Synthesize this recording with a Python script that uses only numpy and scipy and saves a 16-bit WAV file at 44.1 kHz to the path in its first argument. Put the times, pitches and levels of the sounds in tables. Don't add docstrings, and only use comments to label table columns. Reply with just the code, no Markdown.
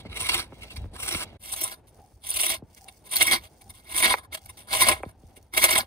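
import sys
import numpy as np
from scipy import signal
from scipy.fft import rfft, irfft, next_fast_len
from scipy.io import wavfile
from scipy.ndimage import uniform_filter1d

SR = 44100
rng = np.random.default_rng(int(sys.argv[2]) if len(sys.argv) > 2 else 0)


def output_pcm(signal):
    pcm = np.clip(np.atleast_2d(signal).T, -1, 1) * 32767
    wavfile.write(sys.argv[1], SR, np.round(pcm).astype(np.int16))


N = 258426
TIME = np.arange(N) / SR
SWITCH_S = 1.378

# (pitch [Hz], width before its skirts are steepened [Hz],
# from afar: relative level [dB], left over right [dB], left leads by [rad], from close: the same three)
RING_MODES = [(244, 58, -8, 1, 0, -15.5, 3, 0), (352.6, 38, 0, -2, -0.3, -2.5, 0.5, -1.2),
              (480, 77, -2.5, 0.5, -1, -14.5, 3, 0), (648.3, 72, -4, 4, 1.1, -2.5, 0.5, 0.85),
              (789, 72, -3, 0, -0.2, -6.5, 4.5, -0.6), (1024, 64.4, 3.5, -1.5, 0.5, 0, 3.5, .5),
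              (1272, 140, 0, -1.5, .5, -5.5, -4.5, 2.5), (1550, 330, -4, -4, 1.5, -7, 1, 2.5),
              (2166, 116.5, -1, -5, 1.43, -0.5, -2.5, 1.19), (2346, 110, -7.5, -1.5, 0.5, -16, -4, -3.5),
              (2814, 316, -1.5, 1, 3.5, -8.5, -0.2, -1.5), (3313, 100, -3.5, -9.5, -3.5, -4.5, -5, -1.44),
              (3655, 150, -9, 3, 2, -6, -1.5, 1.32), (3877, 140, -2.5, -3, 2.5, -14.5, -1.5, 2),
              (4446, 630, -8.5, -6, -2.5, -11, -5.5, -1.1), (5610, 270, -6, -2.5, -2, -10, -2, 3),
              (6390, 620, -24, -3.5, -1, -16.5, -2.5, 1.5), (7570, 470, -5, 1, 3, -10.5, 1.5, -2.5),
              (8376, 810, -9, 0.8, -0.5, -11.5, 0.1, 0.97), (9430, 287, -1.5, -2, 0.5, 2.5, -0.5, -5.2),
              (10060, 670, -8, 3.5, -2, -9, 1.5, -1), (12230, 390, -10, -1.5, 3, -3.5, 0.5, 2.5),
              (13450, 1600, -22, -3, -2.5, -16, -2, 0.5), (14360, 680, -15, 0, -0.5, -14.5, 1.5, 0.4),
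              (14600, 770, -21, 0, -0.5, -19.5, -1.5, 1.5)]
SHANK_FROM_HZ, CHATTER_TO_HZ, HOOK_FROM_HZ = 1750, 2300, 5500

# (edge enters [s], full cut [s], edge starts to lift [s], clear [s],
# hook at full cut [dB], shank at full cut [dB], bowl above shank [dB], rumble at lift [dB],
# own growth through the cut [dB], chatter above shank [dB])
STROKES = [(0.117, 0.216, 0.38, 0.48, -40, -42.5, -4.5, -45, 5.5, -0.5),
           (0.97, 1.023, 1.237, 1.25, -35, -43, -1, -60, -2.5, -1),
           (1.371, 1.477, 1.662, 1.788, -40, -45, -9, -53.5, 3, -2.5),
           (2.203, 2.261, 2.545, 2.593, -41, -42, -13, -51, 8, -6.5),
           (3.068, 3.137, 3.352, 3.41, -34.5, -35, -10, -50, 3, -0.5),
           (3.826, 3.975, 4.12, 4.18, -33, -33.5, -7, -46.5, 3, 3.5),
           (4.668, 4.72, 4.906, 5.02, -34.5, -34.5, -5, -42.5, 4, 4),
           (5.527, 5.586, 5.805, 5.86, -29.5, -31.5, -6, -43, -6, 2)]
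ENTER_DB, ENTER_CURVE, LIFT_DB, LIFT_CURVE = -40.5, 1.52, -38, 1.14
SHANK_GROWTH_DB, BOWL_GROWTH_DB, RUMBLE_GROWTH_DB = 3, 4, 5.5
BOWL_LINGER, RUMBLE_LINGER = 0.87, 0.24

# (peak [s], hook [dB], shank [dB], time to fall 6 dB [ms])
CATCHES = [(.006, -57, -52.5, 6), (0.204, -32, -39.5, 10), (0.295, -26, -25, 5), (0.708, -50.5, -50, 18),
           (0.767, -43.5, -44, 7), (1.111, -30, -32, 10), (1.526, -27.5, -52, 10), (1.566, -34, -38, 12),
           (1.615, -23.5, -32, 7), (1.638, -25.5, -50, 8), (1.877, -56, -61.5, 13), (2.271, -35.5, -52, 5),
           (2.343, -29, -51, 12), (2.393, -23.5, -22.5, 10), (2.771, -53, -52, 10),
           (2.886, -47.5, -44, 7.5), (3.118, -32.5, -42.5, 17), (3.161, -24.5, -41, 26),
           (3.213, -18.5, -15, 7.5), (3.223, -14.5, -26, 5.5), (3.619, -49.5, -51, 3),
           (3.745, -54, -56.5, 42), (4.059, -37, -17.5, 6.5), (4.102, -39, -25.5, 9),
           (4.172, -45, -44.5, 18), (4.329, -38.5, -35, 8), (4.376, -46, -42, 5), (4.462, -44.5, -54, 1),
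           (4.496, -44, -46.5, 7), (4.577, -50, -51.5, 33), (4.771, -21.5, -27, 8.5),
           (4.888, -18.5, -19.5, 10.5), (5.034, -50, -56, 2), (5.054, -62, -54.5, 3),
           (5.368, -47, -49.5, 9.5), (5.54, -37.5, -36.5, 13), (5.71, -16.5, -19.5, 10),
           (5.732, -27, -27.5, 14), (5.753, -27, -23.5, 20)]
CATCH_RISE_MS = 5.16
# (peak [s], hook [dB], shank [dB], time to rise 6 dB [ms])
HIGH_SPOTS = [(0.065, -60.5, -52.5, 9.5), (0.124, -57, -50, 20.5), (.174, -40.5, -40, 16.5),
              (0.267, -38.5, -40, 12), (0.344, -32.5, -35.5, 17), (0.403, -37.5, -39, 13.5),
              (0.637, -52.5, -50, 15), (0.963, -47.5, -48.5, 16.5), (1.002, -38, -42.5, 12.5),
              (1.033, -29.5, -38.5, 7.5), (1.089, -29.5, -35, 8.5), (1.126, -27, -37, 9),
              (1.148, -38, -32.5, 12.5), (1.217, -43, -39, 12.5), (1.538, -30.5, -35, 10.5),
              (1.724, -41.5, -44, 24), (2.307, -27.5, -52, 11), (2.372, -23.5, -28, 9),
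              (2.416, -19, -28.5, 11), (2.444, -22, -25.5, 12), (2.466, -21.5, -29, 9),
              (2.513, -26.5, -32.5, 17), (3.072, -45.5, -48, 14), (3.273, -22.5, -47, 6),
              (3.332, -23, -19.5, 12.5), (3.454, -51, -49, 25), (3.706, -45, -50.5, 7.5),
              (3.992, -24.5, -35, 25.5), (4.05, -20, -18.5, 14.5), (4.246, -59.5, -62.5, 18.5),
              (4.35, -28, -29.5, 6.5), (4.755, -24.5, -24, 24), (4.821, -18.5, -22, 20.5),
              (4.876, -21, -24, 10), (4.928, -37, -31.5, 10), (5.095, -58, -61, 27),
              (5.579, -20.5, -21.5, 7), (5.649, -16, -19, 19.5), (5.695, -27, -20, 7),
              (5.784, -18.5, -25, 8)]
HIGH_SPOT_FALL, HIGH_SPOT_SKIP_LEAD = 0.46, 2.2
SKIP_SHARE, CATCH_SKIP_LEAD_MS, SKIP_HALF_WIDTH_MS = 0.34, 10.9, 3.9

# (start [s], end [s], hook at middle [dB],
# shank at middle [dB], growth from start to end [dB])
RETURNS = [(-.2, 0.093, -69, -55, -14), (0.47, 0.913, -64.5, -57, -5), (1.2, 1.41, -73, -59, -18),
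           (1.828, 2.236, -70, -73, -2), (2.65, 3.063, -63.5, -65, -1.5), (3.414, 3.877, -65.5, -67, 3),
           (4.363, 4.683, -65, -63, -16), (5.096, 5.537, -72, -71.5, 4.5)]
RETURN_ENDS_DB, RETURN_CURVE, RETURN_FLICKER_DB = -20, 4.1, 5.5
RETURN_BOWL_DB, RETURN_CHATTER_DB = -5, -2.5
BRUSH_RING_DB = -5.5
CHATTER_BREAKS_DB = 2.5
# (pitch [Hz], relative level [dB per Hz])
BRUSH_COLOUR = [(760, -44), (1300, -14), (2950, -13.5), (3310, -38), (4030, -16), (4370, -3), (6350, -2.5),
                (7200, -8), (9420, -1), (11500, -25), (12900, -8), (15500, -6)]

# (start [s], level [dB], strongest pitch [Hz], spread [octaves], rattle [0-1])
KNOCKS = [(.05, -37.5, 305, 1.34, 0.9), (.522, -38.5, 480, 1.3, 0.7), (0.769, -29.5, 80.5, 0.74, 0.2),
          (0.805, -33, 74.5, 0.66, 0.16), (.842, -38.5, 201.6, 2.3, 0.66), (1.148, -31, 328, 1.6, 0),
          (1.328, -47, 352, 1.3, 0), (2.6218, -35.5, 249, 1.14, 0.15), (4.1393, -10.5, 1005, 0.61, 0.5),
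          (5.001, -40, 550, 0.77, 0.54), (5.033, -23, 808, 0.79, 0.28), (5.0593, -34, 218, 1.1, 0.1),
          (5.233, -44, 182, 1.24, 0), (5.371, -44, 385, 0.44, 1), (5.83, -39, 750, .6, .4)]
KNOCK_DAMPING = 1.09
CLACK_FROM_HZ, CLACK, CLACK_HZ, CLACK_S = 800, 0.47, 2230, 0.00094

# (peak [s], level [dB], half length [s])
HUM = [(2.025, -55, 0.036), (2.863, -53, 0.038), (3.654, -60, 0.043), (4.466, -61.5, 0.043),
       (5.313, -67, 0.078)]
HUM_HZ, HUM_WIDTH_HZ = 776, 56

# (pitch [Hz], relative level [dB per Hz])
RUMBLE_COLOUR = [(20, -37), (35, -9), (55, 0.5), (80, -1.5), (110, -3.5), (140, -15), (250, -19.5),
                 (400, -40.5), (1200, -90)]
RUMBLE_FAR_DB, RUMBLE_CLOSE_DB, RUMBLE_LUMPS_DB = -51, -58, 3.5
# (peak [s], level [dB], speed of fall [dB/s])
THUMPS = [(.1, -40.5, 64), (.62, -44, 120), (.775, -37, 82), (1.04, -43, 400), (1.155, -42, 450),
          (5.06, -49, 202)]
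THUMP_RISE_S = 0.043

# (pitch [Hz], relative level [dB per Hz])
AIR_COLOUR = [(90, -31.5), (130, -8), (300, -10.5), (420, -12), (850, -13.5), (1100, -26), (1700, -29),
              (4500, -41), (9000, -49.5), (15800, -62)]
AIR_FAR_DB, AIR_CLOSE_DB = -53.5, -62.5

DELAYS_DB, DELAY_FROM_S, DELAY_TO_S = -10, .002, .012
TREBLE_LIMIT_HZ = 15750


def cutting():
    table, switch, streams = np.array(RING_MODES), int(SWITCH_S * SR), 7
    pitch, width = table[:, :1], table[:, 1:2]
    part = 2 - np.digitize(table[:, 0], [SHANK_FROM_HZ, HOOK_FROM_HZ])

    slow_clumps_db = np.array([[1.6], [1.6], [1.4], [1.5]])
    clumps = amp(1.38 * wander(.0006) + slow_clumps_db * wander(.0025, count=4))
    snaps = (rng.random(N) < 200 / SR) * np.minimum(rng.exponential(0.36, N), 1.1)
    clumps *= 1 + signal.lfilter([1], [1, -np.exp(-1 / (0.0024 * SR))], snaps)
    shares = amp(2.8 * wander(.022, count=streams))
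    fibres = evened(shares * (rng.standard_normal((streams, N)) + 5.7 * snaps))
    tearing = ((forces() * evened(clumps))[:, None] * fibres).reshape(-1, N)

    chatters = (part == 1) & (table[:, 0] < CHATTER_TO_HZ)
    source = np.where(chatters, 3, part) * streams + np.arange(len(table)) % streams
    steep = np.array([.27, .12, .16])[part, None]
    out = np.zeros((2, N))
    afar, close = (slice(0, switch), table[:, 2:5].T), (slice(switch, N), table[:, 5:8].T)
    for span, (db, pan_db, lead) in (afar, close):
        length = span.stop - span.start
        size = next_fast_len(length)
        off = 2 * (np.fft.rfftfreq(size, 1 / SR) - pitch) / width
        ring = amp(db)[:, None] / (1 + 1j * off) / (1 + off ** 2) ** steep
        left = amp(pan_db / 2) * np.exp(.5j * lead)
        mode_power = abs(left + 1 / left) ** 2 / 4 * np.mean(abs(ring[:, ::8]) ** 2, 1)
        part_power = np.bincount(part, mode_power)
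        ears = np.array([left, 1 / left]) / np.sqrt(part_power[part])
        ringing = ring * rfft(tearing[:, span], size)[source]
        out[:, span] = irfft(ears @ ringing, size)[:, :length]
    return out


def forces():
    cut = strokes()
    brush = amp(BRUSH_RING_DB) ** 2 * returns()
    bites, kept = facets()
    steady = cut[1] + brush[1]
    depth = np.sqrt((cut[2] + amp(RETURN_BOWL_DB) ** 2 * brush[1]) / steady)
    hook, shank = kept * np.sqrt(cut[:2] + brush + bites)
    load = np.clip(uniform_filter1d(shank, 2000) / uniform_filter1d(hook, 2000), .1, 4)
    surge = shank / uniform_filter1d(shank, 4000)
    chatter_share = np.sqrt((cut[4] + amp(RETURN_CHATTER_DB) ** 2 * brush[1]) / steady)
    chatter = 1.186 * shank * load ** .48 * chatter_share
    chatter *= surge ** 0.3 * amp(CHATTER_BREAKS_DB * (wander(.009)[0] - 0.36))
    return np.array([hook, shank, shank * depth, chatter])


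def strokes():
    power = np.zeros((5, N))
    for (enter, full, lift, clear, hook_db, shank_db, bowl_db,
         rumble_db, growth_db, chatter_db) in STROKES:
        enter_db = ENTER_DB * np.clip((full - TIME) / (full - enter), 0, 3) ** ENTER_CURVE
        lift_db = LIFT_DB * np.clip((TIME - lift) / (clear - lift), 0, 3) ** LIFT_CURVE
        ends_db = enter_db + lift_db
        done = np.clip((TIME - full) / (lift - full), 0, 1)
        hook = hook_db + growth_db * done + ends_db
        shank = shank_db + (growth_db + SHANK_GROWTH_DB) * done
        bowl = shank + bowl_db + BOWL_GROWTH_DB * done ** 3 + BOWL_LINGER * ends_db
        frame = rumble_db + RUMBLE_GROWTH_DB * (done - 1) + RUMBLE_LINGER * ends_db
        power += amp([hook, shank + ends_db, bowl, frame, shank + ends_db + chatter_db]) ** 2
    return power


def facets():
    power, kept = np.zeros((2, N)), np.ones(N)
    rows = [(s, hook, shank, CATCH_RISE_MS, fall, CATCH_SKIP_LEAD_MS)
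            for s, hook, shank, fall in CATCHES]
    rows += [(s, hook, shank, rise, HIGH_SPOT_FALL * rise, HIGH_SPOT_SKIP_LEAD * rise)
             for s, hook, shank, rise in HIGH_SPOTS]
    for peak_s, hook_db, shank_db, rise, fall, lead in rows:
        near = slice(max(int((peak_s - .1) * SR), 0), int((peak_s + .1) * SR))
        ms = (TIME[near] - peak_s) * 1000
        drop_db = 6 * np.where(ms < 0, -ms / rise, ms / fall) ** 1.5
        power[:, near] += amp(np.array([[hook_db], [shank_db]]) - drop_db) ** 2
        kept[near] *= 1 - SKIP_SHARE * np.exp(-.5 * ((ms + lead) / SKIP_HALF_WIDTH_MS) ** 2)
    return power, kept


def returns():
    power = np.zeros((2, N))
    for start, end, hook_db, shank_db, growth_db in RETURNS:
        place = np.clip(2 * (TIME - start) / (end - start) - 1, -1.6, 1.6)
        arch_db = RETURN_ENDS_DB * abs(place) ** RETURN_CURVE + growth_db * place / 2
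        power += amp(arch_db + np.array([[hook_db], [shank_db]])) ** 2
    return power


def brushing():
    flicker = amp(RETURN_FLICKER_DB * wander(0.0033))
    return np.sqrt(returns()[0]) * flicker * coloured([(700, -40)] + list(BRUSH_COLOUR), 0.32)


def knocks():
    out, t = np.zeros((2, N + SR)), np.arange(1, 4000) / SR
    for (s, db, peak_hz, octaves, rattle), luck in zip(KNOCKS, rng.random((len(KNOCKS), 3, 5))):
        turns = 1.55 * (peak_hz / 220) ** .25
        above = np.log2(turns / t / peak_hz) / octaves
        damped = above * np.where(above < 0, KNOCK_DAMPING, 1)
        window = np.exp(-.3 * abs(damped) ** 2.8)
        wave = amp(db) * window * np.sin(2 * np.pi * turns * np.log(t))
        clack = (peak_hz > CLACK_FROM_HZ) * CLACK * (t / CLACK_S) ** 2 * np.exp(2 - 2 * t / CLACK_S)
        wave += amp(db) * clack * np.sin(2 * np.pi * CLACK_HZ * t)
        out[:, round(s * SR):][:, :len(t)] += wave
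        for late, size, side in luck.T:
            ears = np.array([[1 + 0.58 * (side - .5)], [1 - 0.5 * (side - .5)]])
            start = round((s + 4.5 * late / peak_hz) * SR)
            out[:, start:][:, :len(t)] += rattle * (2 * size - 1) * ears * wave
    return out[:, :N]


def hum():
    low_hz, high_hz = HUM_HZ - 2 * HUM_WIDTH_HZ, HUM_HZ + 2 * HUM_WIDTH_HZ
    shape = [(300, -80), (low_hz, -22), (HUM_HZ, 0), (high_hz, -22), (1500, -80)]
    swell = sum(amp(db) * np.exp(-.5 * ((TIME - s) / half) ** 2) for s, db, half in HUM)
    return swell * coloured(shape, 0.9)


def rumble():
    power = amp(np.where(TIME < SWITCH_S, RUMBLE_FAR_DB, RUMBLE_CLOSE_DB)) ** 2 + strokes()[3]
    for s, db, fall in THUMPS:
        rise = np.clip((TIME - s) / THUMP_RISE_S + 1, 0, 1)
        power += (rise * amp(db - fall * np.maximum(TIME - s, 0))) ** 2
    return np.sqrt(power) * amp(RUMBLE_LUMPS_DB * wander(.05)) * coloured(RUMBLE_COLOUR, 0.99)


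def air():
    level_db = np.where(TIME < SWITCH_S, AIR_FAR_DB, AIR_CLOSE_DB) + 3 * wander(.025)
    return amp(level_db) * coloured(AIR_COLOUR, 0.79)


def amp(db):
    return 10 ** (np.asarray(db) / 20)


def evened(x):
    return x / np.sqrt(np.mean(x ** 2) + 1e-20)


def wander(seconds, count=1):
    step = max(int(seconds * SR), 2)
    knots = rng.standard_normal((count, N // step + 2))
    lines = [np.interp(np.arange(N) / step, np.arange(len(k)), k) for k in knots]
    return np.array(lines) * np.sqrt(3 / 2)


def coloured(shape, same):
    hz = np.fft.rfftfreq(N, 1 / SR)
    shape_hz, shape_db = np.transpose(shape)
    middle, apart = rng.standard_normal((2, N))
    side = np.sqrt(np.clip((1 - same) / (1 + same), 0, 1))
    pair = np.array([middle + side * apart, middle - side * apart])
    gain = amp(np.interp(np.log(hz + 1), np.log(shape_hz), shape_db))
    return evened(irfft(rfft(pair) * gain, N))


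def widened(x):
    taps = np.zeros((2, 1000))
    for late, sign in rng.random((6, 2, 2)):
        delay_s = DELAY_FROM_S + (DELAY_TO_S - DELAY_FROM_S) * late
        taps[[0, 1], (delay_s * SR).astype(int).clip(0, 999)] += np.sign(sign - .5)
    return x + amp(DELAYS_DB) / np.sqrt(6) * signal.oaconvolve(x, taps, axes=1)[:, :N]


def scene():
    return widened(cutting() + knocks()) + brushing() + hum() + rumble() + air()


def record(dry):
    fade_s = SWITCH_S + np.array([-0.015, -0.003, 0.015, 0.024])
    fade = np.interp(TIME, fade_s, [0.93, 0.054, 0.058, 0.94])
    sound = signal.sosfilt(signal.butter(2, 38, "high", fs=SR, output="sos"), dry * fade)
    sound = .9 * np.tanh(sound / .9)
    treble_limit = signal.firwin(511, TREBLE_LIMIT_HZ, window=("kaiser", 9), fs=SR)
    return signal.oaconvolve(sound, treble_limit[None], "same")


dry = scene()
out = record(dry)
output_pcm(out)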